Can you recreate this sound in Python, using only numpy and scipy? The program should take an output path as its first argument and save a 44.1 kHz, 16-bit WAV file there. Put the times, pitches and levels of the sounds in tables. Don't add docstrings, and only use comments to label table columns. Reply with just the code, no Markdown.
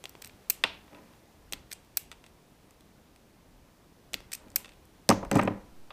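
import sys
import numpy as np
from scipy import signal
from scipy.fft import rfft, irfft, next_fast_len
from scipy.io import wavfile
from scipy.ndimage import uniform_filter1d

SR = 44100
rng = np.random.default_rng(int(sys.argv[2]) if len(sys.argv) > 2 else 0)


def natural_amplitude(level_db):
    exponent = np.asarray(level_db, float) / 20
    return 10 ** exponent


def bounce(signal):
    frames = np.transpose(np.atleast_2d(signal))
    limited = np.clip(frames, -1, 1)
    pcm = np.round(limited * 32767).astype(np.int16)
    wavfile.write(sys.argv[1], SR, pcm)


N = 261424

# [freq_hz, density_db_per_hz]
AIR_SPECTRUM = [(35, -27.5), (60, -2.5), (185, 0), (303, -1.5), (375, -4), (1010, -10.5), (1360, -14.5),
                (4120, -20.5), (6140, -22), (7070, -24), (14000, -26.5), (15300, -27.5), (16500, -57.5)]
# [time_s, level_db]
AIR_LEVEL = [(0, -57.5), (1.148, -58), (1.249, -59.5), (3.6, -61), (5.93, -58.5)]
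# [peak_s, level_db, rise_db_per_s]
NUDGES = [(0.64, -60, 80), (1.55, -60.5, 69), (2.0, -64.5, 84), (3.53, -63, 93), (4.161, -57, 120),
          (4.49, -60, 131.5), (4.841, -81.5, 72), (5.1, -45.5, 894), (5.399, -43, 81)]
# [freq_hz, gain_db]
MIC_BAND = [(20, 0), (15330, 0), (15520, -15), (16600, -19)]
# [delay_s, gain_db]
NEAR_ECHOES = [(.0075, -22), (.013, -32.5), (.021, -34)]
# [freq_hz, t60_s]
GARAGE_T60 = [(100, 0.4), (500, 0.41), (2000, 0.38), (6000, 0.29), (15000, 0.14)]
# [freq_hz, gain_db]
GARAGE_RETURN = [(200, -1), (1500, 3), (5500, 1.5), (9000, -2), (14000, 0.5)]

# [freq_hz, width_hz, gain_db]
BENCH_MODES = [(102.8, 12, -3.5), (195, 27, 0.5), (250.8, 23, -2.5), (291, 23.7, 0.5), (335, 74, -6),
               (416, 30, -4), (551, 52, -1), (748, 71, -11), (815, 54, -5.5), (1010, 21, -5),
               (1190, 90, -16.5), (1280, 410, -12), (1931, 180, -14), (2420, 220, -17.5)]
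# [freq_hz, width_hz, gain_db]
BOARD_MODES = [(606, 164, 2.5), (780, 154, 6), (976, 200, 4), (1270, 180, 0)]
# [freq_hz, width_hz, gain_db]
KNOCK_MODES = [(1570, 670, -0.5), (1946, 400, 3.5), (2460, 960, -2)]
# [freq_hz, width_hz, gain_db]
STEEL_MODES = [(3260, 1260, 2.5), (4730, 1400, 8), (6350, 670, 10)]
# [freq_hz, width_hz, gain_db]
EDGE_MODES = [(7880, 1300, -2.5), (11300, 4400, -4), (13300, 5100, -5)]
# [freq_hz, width_hz, gain_db]
WOOD_MODES = [(510, 350, -1.5), (765, 350, 2.5), (1196, 880, -0.5)]
# [freq_hz, width_hz, gain_db]
PIECE_MODES = [(1864, 400, -1.5), (2670, 370, 3), (3540, 510, 1.5), (4930, 790, -5)]
# [freq_hz, width_hz, gain_db]
GRIP_MODES = [(470, 500, 4.5), (1168, 1100, -1.5)]
# [freq_hz, width_hz, gain_db]
HANDLE_MODES = [(1930, 1300, -1.5), (2610, 480, 6), (3313, 1900, 1), (4480, 1700, 0)]
# [freq_hz, width_hz, gain_db]
PIVOT_MODES = [(2920, 2250, 5.5), (2710, 100, -9)]
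# [freq_hz, width_hz, gain_db]
JAW_MODES = [(5650, 2300, 1), (8320, 980, 8), (9610, 5100, -0.5)]
# [freq_hz, width_hz, gain_db]
TIP_MODES = [(11290, 1200, -4.5), (12580, 1900, -2), (14860, 1400, -3.5)]

# [blow_s, level_db, contact_s]
THUDS = [(0.64, -30, 0.00096), (1.533, -37, 0.0003), (4.144, -34, 0.0013), (4.461, -38, 0.0021),
         (5.092, -4.5, 0.0011), (5.096, -12.5, 0.0029), (5.101, -15, 0.00094), (5.109, -15, 0.001),
         (5.122, -14.5, 0.00098), (5.229, -23.5, 0.00059), (5.314, -14, 0.001), (5.328, -11.5, 0.00175),
         (5.353, -2.5, 0.00238), (5.36, -3.5, 0.0025), (5.37, -23.5, 0.0015), (5.388, -11.5, 0.0019),
         (5.409, -22.5, 0.0017), (5.424, -17, 0.0012), (5.448, -13.5, 0.00206), (5.475, -15, 0.00072),
         (5.504, -17.5, 0.0019), (5.52, -29.5, 0.003)]
# [peak_s, level_db, rise_db_per_s, fall_db_per_s]
DRAGS = [
    (0.935, -44, 304, 159),
    (1.1, -58.5, 39, 151),
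    (4.46, -51, 57, 97),
    (4.56, -49.5, 603, 94),
    (5.332, -30.5, 894, 600),
    (5.364, -20, 803, 148),
]
# [time_s, level_db]
RATTLE_LEVEL = [
    (5.318, -47),
    (5.34, -53),
    (5.36, -34.5),
    (5.385, -54),
    (5.42, -58.5),
    (5.455, -64),
    (5.469, -75),
]
# [start_s, piece_db, wood_over_piece_db, fizz_over_piece_db]
OFFCUTS = [(0.638, 4.5, -7.5, -17.5), (0.6424, -8, -3, -24), (0.65, -22, 10.5, -25),
           (0.879, -40.5, 5.5, -23), (0.947, -31, -1.5, -19), (1.1355, -43, 1, -13),
           (2.1153, -22.5, -4, -5), (2.126, -32, 2, -6), (2.2402, -33, -2, -8), (2.2637, -35.5, -4, -1),
           (4.6455, -25, -5, -9), (4.6568, -28, -3, -7), (4.6798, -36, -2, -10), (4.6916, -31.5, -11, -6.5),
           (4.719, -36, -12, -11), (4.7347, -43, -15, -4), (5.9052, -24.5, 3, -22), (5.9102, -34, 7.5, -33),
           (5.922, -36, 8.5, -9)]
# [start_s, board_db, grip_over_board_db]
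KNOCKS = [(5.0908, -7, 3), (5.0937, -9, -12.5), (5.1015, 2, -8), (5.1103, 4.5, -11.5), (5.1145, -3.3, -12),
          (5.124, -14, 0), (5.2305, -17, -16), (5.236, -17, -21), (5.2491, -20, -8), (5.314, -11, 4),
          (5.323, -15, -11), (5.345, -14, -28), (5.3558, -3, -14), (5.363, -7.5, -29), (5.3724, -22.5, -26),
          (5.3893, 1.5, -24), (5.3932, -1, -4.5), (5.3965, -6.5, -3), (5.4165, -22.5, 3.5),
          (5.428, -13, -5.5), (5.434, -16, -12), (5.443, -26, -23), (5.4755, -3, -7), (5.4797, -10.5, -5)]
# [start_s, steel_db, edge_over_steel_db]
CLINKS = [(5.0906, 2.5, -4), (5.0937, -10.5, -5), (5.1008, -7, -7.5), (5.1035, -20, 8), (5.1103, -21, -15),
          (5.1145, -23, -18), (5.124, -32, -11), (5.2491, -37, 2), (5.314, -15, 2.5), (5.3294, -24, -13),
          (5.345, -30, -4), (5.3525, -29, -3), (5.3558, -27.5, 12), (5.363, -35, 1), (5.3724, -26.5, 4),
          (5.3893, -34, 10), (5.3965, -33, -7), (5.4135, -26, -7), (5.428, -44, 13), (5.434, -34, 10.3),
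          (5.452, -35, -1), (5.4755, -46, -13)]
# [start_s, level_db, place_1_grip_4_tip, loss_db_per_part]
TICKS = [(0.094, -20, 3.53, 18), (0.1518, -20, 1.32, 15), (1.8472, -48, 2.9, 3), (2.7081, -35, 2.7, 11),
         (2.8075, -38, 2.4, 6), (3.1607, -35.5, 2.4, 9), (4.2042, -29, 1.05, 5.5), (4.4831, -39.5, 2.3, 9),
         (4.5026, -35.5, 3.0, 15), (4.517, -35, 2.6, 14), (4.853, -39.5, 3.5, 8)]
# [start_s, level_db, place_1_grip_4_tip, loss_db_per_part]
SLIPS = [(0.2186, -29, 3.0, 11), (0.2217, -23.5, 2.7, 3), (0.2404, -29.5, 2.0, 12), (0.246, -21.5, 2.8, 7),
         (0.2572, -28, 3.4, 8.5), (0.261, -37.5, 3.0, 2.5), (0.2674, -30.5, 2.2, 11), (0.2735, -29, 4.0, 4),
         (0.295, -32, 2.0, 12), (1.7062, -41, 3.8, 3), (1.7136, -26.5, 2.4, 6), (1.7164, -18, 2.33, 6.5),
         (1.7264, -24.5, 2.0, -1), (1.7289, -17, 2.6, 15), (1.7311, -17, 3.05, 13),
         (4.3178, -21.5, 2.4, 6.5), (4.3205, -19, 2.6, 9.5), (4.3305, -8, 2.6, 20), (4.3332, -14.5, 3.5, 9),
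         (4.3348, -12, 3.1, 8), (4.343, -26, 3.4, 6), (4.3462, -28, 3.0, 9), (4.3481, -24, 2.1, 6),
         (4.3507, -11.5, 3.4, 17.5)]
# [touch_s, touch_db, gap_s, squeeze_db, brightness_db_per_part]
BITES = [
    (0.0403, -24.5, 0.015, -15.5, -2.5),
    (1.5241, -16, 0.0098, -7, 1.9),
    (4.1338, -20.5, 0.0082, -3, 1),
]
# [grip_db, handle_db, jaw_db, tip_db, chatter_t60_s]
BITE_STAGES = [
    (-3.5, 1.5, 2, -14, 0.018),
    (-24.5, -2.1, -25.5, -16.5, 0.0019),
    (-18.5, -10, -19, -22, 0.036),
]
# [snap_s, snap_db, gap_s, rebound_db, brightness_db_per_part]
SNAPS = [
    (0.4993, -2, 0.0033, -4.5, 0.4),
    (1.971, -5.5, 0.0018, -7, 0.5),
    (4.559, -4.5, 0.0028, -4.5, 1.1),
]
# [grip_db, handle_db, jaw_db, tip_db, chatter_t60_s]
SNAP_STAGES = [
    (-35, -18, -4, 3.16, 0.0059),
    (-24, -6, -0.7, -2.7, 0.0077),
    (-25.5, -21.5, -16, -12, 0.0035),
]

HARD_SHORTENS = 0.35
BENCH_BLOW = 1.3


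def along(points, hz):
    f, v = np.transpose(points)
    return np.interp(np.log(hz + 1), np.log(f + 1), v)


def filtered(x, response):
    n = x.shape[-1]
    m = next_fast_len(n + min(n, SR // 2))
    return irfft(rfft(x, m) * response(np.fft.rfftfreq(m, 1 / SR)), m)[..., :n]


def ringing(force, modes, order):
    def body(f):
        total = 0
        for k, (center, width, db) in enumerate(modes):
            resonance = 1j * f * width / (center * center - f * f + 1j * f * width)
            total = total + (-1) ** k * natural_amplitude(db) * resonance
        return total ** order

    energy = np.mean(np.abs(body(np.linspace(0, SR / 2, 4000))) ** 2)
    return filtered(force, body) / np.sqrt(energy)


def radiated(force, modes, blur):
    def power(f):
        total = 0
        for center, width, db in modes:
            loss = (f * blur * width) ** 2
            total = total + natural_amplitude(2 * db) * loss / ((center * center - f * f) ** 2 + loss)
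        return total

    energy = np.mean(power(np.linspace(0, SR / 2, 4000)) ** 2)
    return filtered(force, power) / np.sqrt(energy)


def laid(times, shapes):
    at = np.round(times * SR).astype(int)[:, None] + np.arange(shapes.shape[1])
    return np.bincount(at.ravel(), shapes.ravel(), N + shapes.shape[1])[:N]


def swell(peak_s, db, rise, fall):
    late = np.arange(N) / SR - np.asarray(peak_s)[:, None]
    slope = np.where(late < 0, np.abs(rise)[:, None], -np.abs(fall)[:, None])
    return natural_amplitude(db[:, None] + slope * late).sum(axis=0)


def background():
    hz, t, z = signal.stft(rng.standard_normal(N + 512), SR, nperseg=512)
    field = uniform_filter1d(uniform_filter1d(rng.standard_normal(z.shape), 5, 0), 12, 1)
    patches_db = 1.2 * field / field.std() / (1 + hz[:, None] / 1500)
    noise = signal.istft(z * natural_amplitude(patches_db), SR, nperseg=512)[1][:N]
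    air = filtered(noise, lambda f: natural_amplitude(along(AIR_SPECTRUM, f)))
    level_db = np.interp(np.arange(N) / SR, *np.transpose(AIR_LEVEL))
    return air / air.std() * natural_amplitude(level_db)


def shake():
    still_db, settle_db_per_s = -68.5, 77
    t = np.arange(N) / SR
    low = ringing(rng.standard_normal(N), [(39.8, 68, 0)], order=2)
    sway = natural_amplitude(-44.5) * np.exp(-((t - 5.81) / 0.07) ** 2)
    s, db, rise = np.transpose(NUDGES)
    return low * (natural_amplitude(still_db) + swell(s, db, rise, np.full_like(s, settle_db_per_s))) + sway


def near(x):
    return x + sum(natural_amplitude(db) * np.pad(x, (round(s * SR), 0))[:N] for s, db in NEAR_ECHOES)


def garage(x):
    hz, t, z = signal.stft(rng.standard_normal(SR * 3 // 4), SR, nperseg=256)
    decay_db = along(GARAGE_RETURN, hz)[:, None] - 60 * t / along(GARAGE_T60, hz)[:, None]
    tail = signal.istft(z * natural_amplitude(decay_db), SR, nperseg=256)[1]
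    tail *= 1 - np.exp(-np.arange(len(tail)) / SR / .012)
    return signal.fftconvolve(x, tail / np.sqrt(SR / 50))[:N]


def bench():
    s, db, contact_s = np.transpose(THUDS)
    u = np.arange(SR // 100) / SR / np.clip(contact_s, .0002, .008)[:, None]
    push = np.sin(np.pi * np.minimum(u, 1))
    blows = laid(s, natural_amplitude(db - 1.0)[:, None] * push / push.sum(axis=1, keepdims=True))
    grains = rng.standard_normal(N) * (rng.random(N) < .02)
    slide = swell(*np.transpose(DRAGS))
    return ringing(10 * blows + natural_amplitude(9.5) * slide * grains, BENCH_MODES, order=1)


def rattle():
    s, db = np.transpose(RATTLE_LEVEL)
    grains = rng.standard_normal(N) * (rng.random(N) < .05)
    level = np.interp(np.arange(N) / SR, s, natural_amplitude(db), 0, 0)
    return ringing(natural_amplitude(1.5) * level * grains, STEEL_MODES + EDGE_MODES[:1], order=1)


def contacts(table, parts, blow, wet_db):
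    s, *levels, t60 = np.transpose(table)
    t = np.arange(SR // 25) / SR
    fade = natural_amplitude(-60 * t / np.clip(t60, .001, .04)[:, None]) * (1 - np.exp(-t / .00015))
    chatter = fade * rng.standard_normal(fade.shape)
    chatter[:, 4] += blow * np.linalg.norm(chatter, axis=1)
    sound = 0
    for db, modes in zip(levels, parts):
        ring = ringing(chatter, modes, order=2)
        ring = ring / np.linalg.norm(ring, axis=1, keepdims=True)
        direct = laid(s, natural_amplitude(db + 1.75)[:, None] * ring)
        all_round = radiated(laid(s, natural_amplitude(db)[:, None]), modes, blur=2.2)
        sound = sound + near(direct) + natural_amplitude(wet_db) * garage(all_round)
    return sound


def chatter_t60(t60_s, db):
    return t60_s * natural_amplitude(-HARD_SHORTENS * db)


def paired(rows, t60_s):
    return [(s, db, db + over, chatter_t60(t60_s, db)) for s, db, over in rows]


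def offcuts():
    rows = []
    for s, db, wood, fizz in OFFCUTS:
        fizz_db = db + fizz
        rows.append((s, db + wood, db, fizz_db, fizz_db - 20.5, chatter_t60(0.017, db)))
    return contacts(rows, [WOOD_MODES, PIECE_MODES, JAW_MODES, TIP_MODES], BENCH_BLOW, wet_db=-12.0)


def knocks():
    return contacts(paired(KNOCKS, 0.018), [BOARD_MODES, KNOCK_MODES], BENCH_BLOW, wet_db=-15.0)


def clinks():
    return contacts(paired(CLINKS, 0.0037), [STEEL_MODES, EDGE_MODES], BENCH_BLOW, wet_db=-11.5)


def placed(rows, t60_s, palm_db):
    parts = np.arange(4)
    out = []
    for s, db, place, loss in rows:
        levels = db - loss * np.abs(parts + 1 - place) + palm_db * (parts == 0)
        out.append((s, *levels, t60_s))
    return out


def closing(rows, stages, settle_s):
    tilt = np.arange(4) - np.arange(4).mean()
    out = []
    for s, db, gap, second_db, bright in rows:
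        times = (s, s + gap, s + gap + settle_s)
        for at, level, stage in zip(times, (db, second_db, second_db), stages):
            out.append((at, *(level + np.array(stage[:4]) + bright * tilt), stage[4]))
    return out


def bites():
    rows = closing(BITES, BITE_STAGES, settle_s=0.001473)
    return contacts(rows, [GRIP_MODES, PIVOT_MODES, JAW_MODES, TIP_MODES], blow=1.9, wet_db=-15.5)


def snaps_and_slips():
    snaps = closing(SNAPS, SNAP_STAGES, settle_s=0.0043)
    slips = placed(SLIPS, t60_s=0.012, palm_db=-13.5)
    ticks = placed(TICKS, t60_s=0.006, palm_db=-2.2)
    tool = [GRIP_MODES, HANDLE_MODES, JAW_MODES, TIP_MODES]
    return contacts(snaps + slips + ticks, tool, blow=1.1, wet_db=-12)


def scene():
    wood = bench() + rattle()
    bench_sound = near(wood) + natural_amplitude(-10.5) * garage(wood)
    laid_down = knocks() + clinks()
    working = bites() + snaps_and_slips()
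    return (background() + shake() + bench_sound + offcuts() + laid_down + working)[None]


def roll_off(x):
    return signal.sosfilt(signal.butter(12, 16610, fs=SR, output="sos"), x)


def record(dry):
    mix = filtered(dry, lambda f: natural_amplitude(along(MIC_BAND, f)))
    return roll_off(mix)


dry = scene()
out = record(dry)
bounce(out)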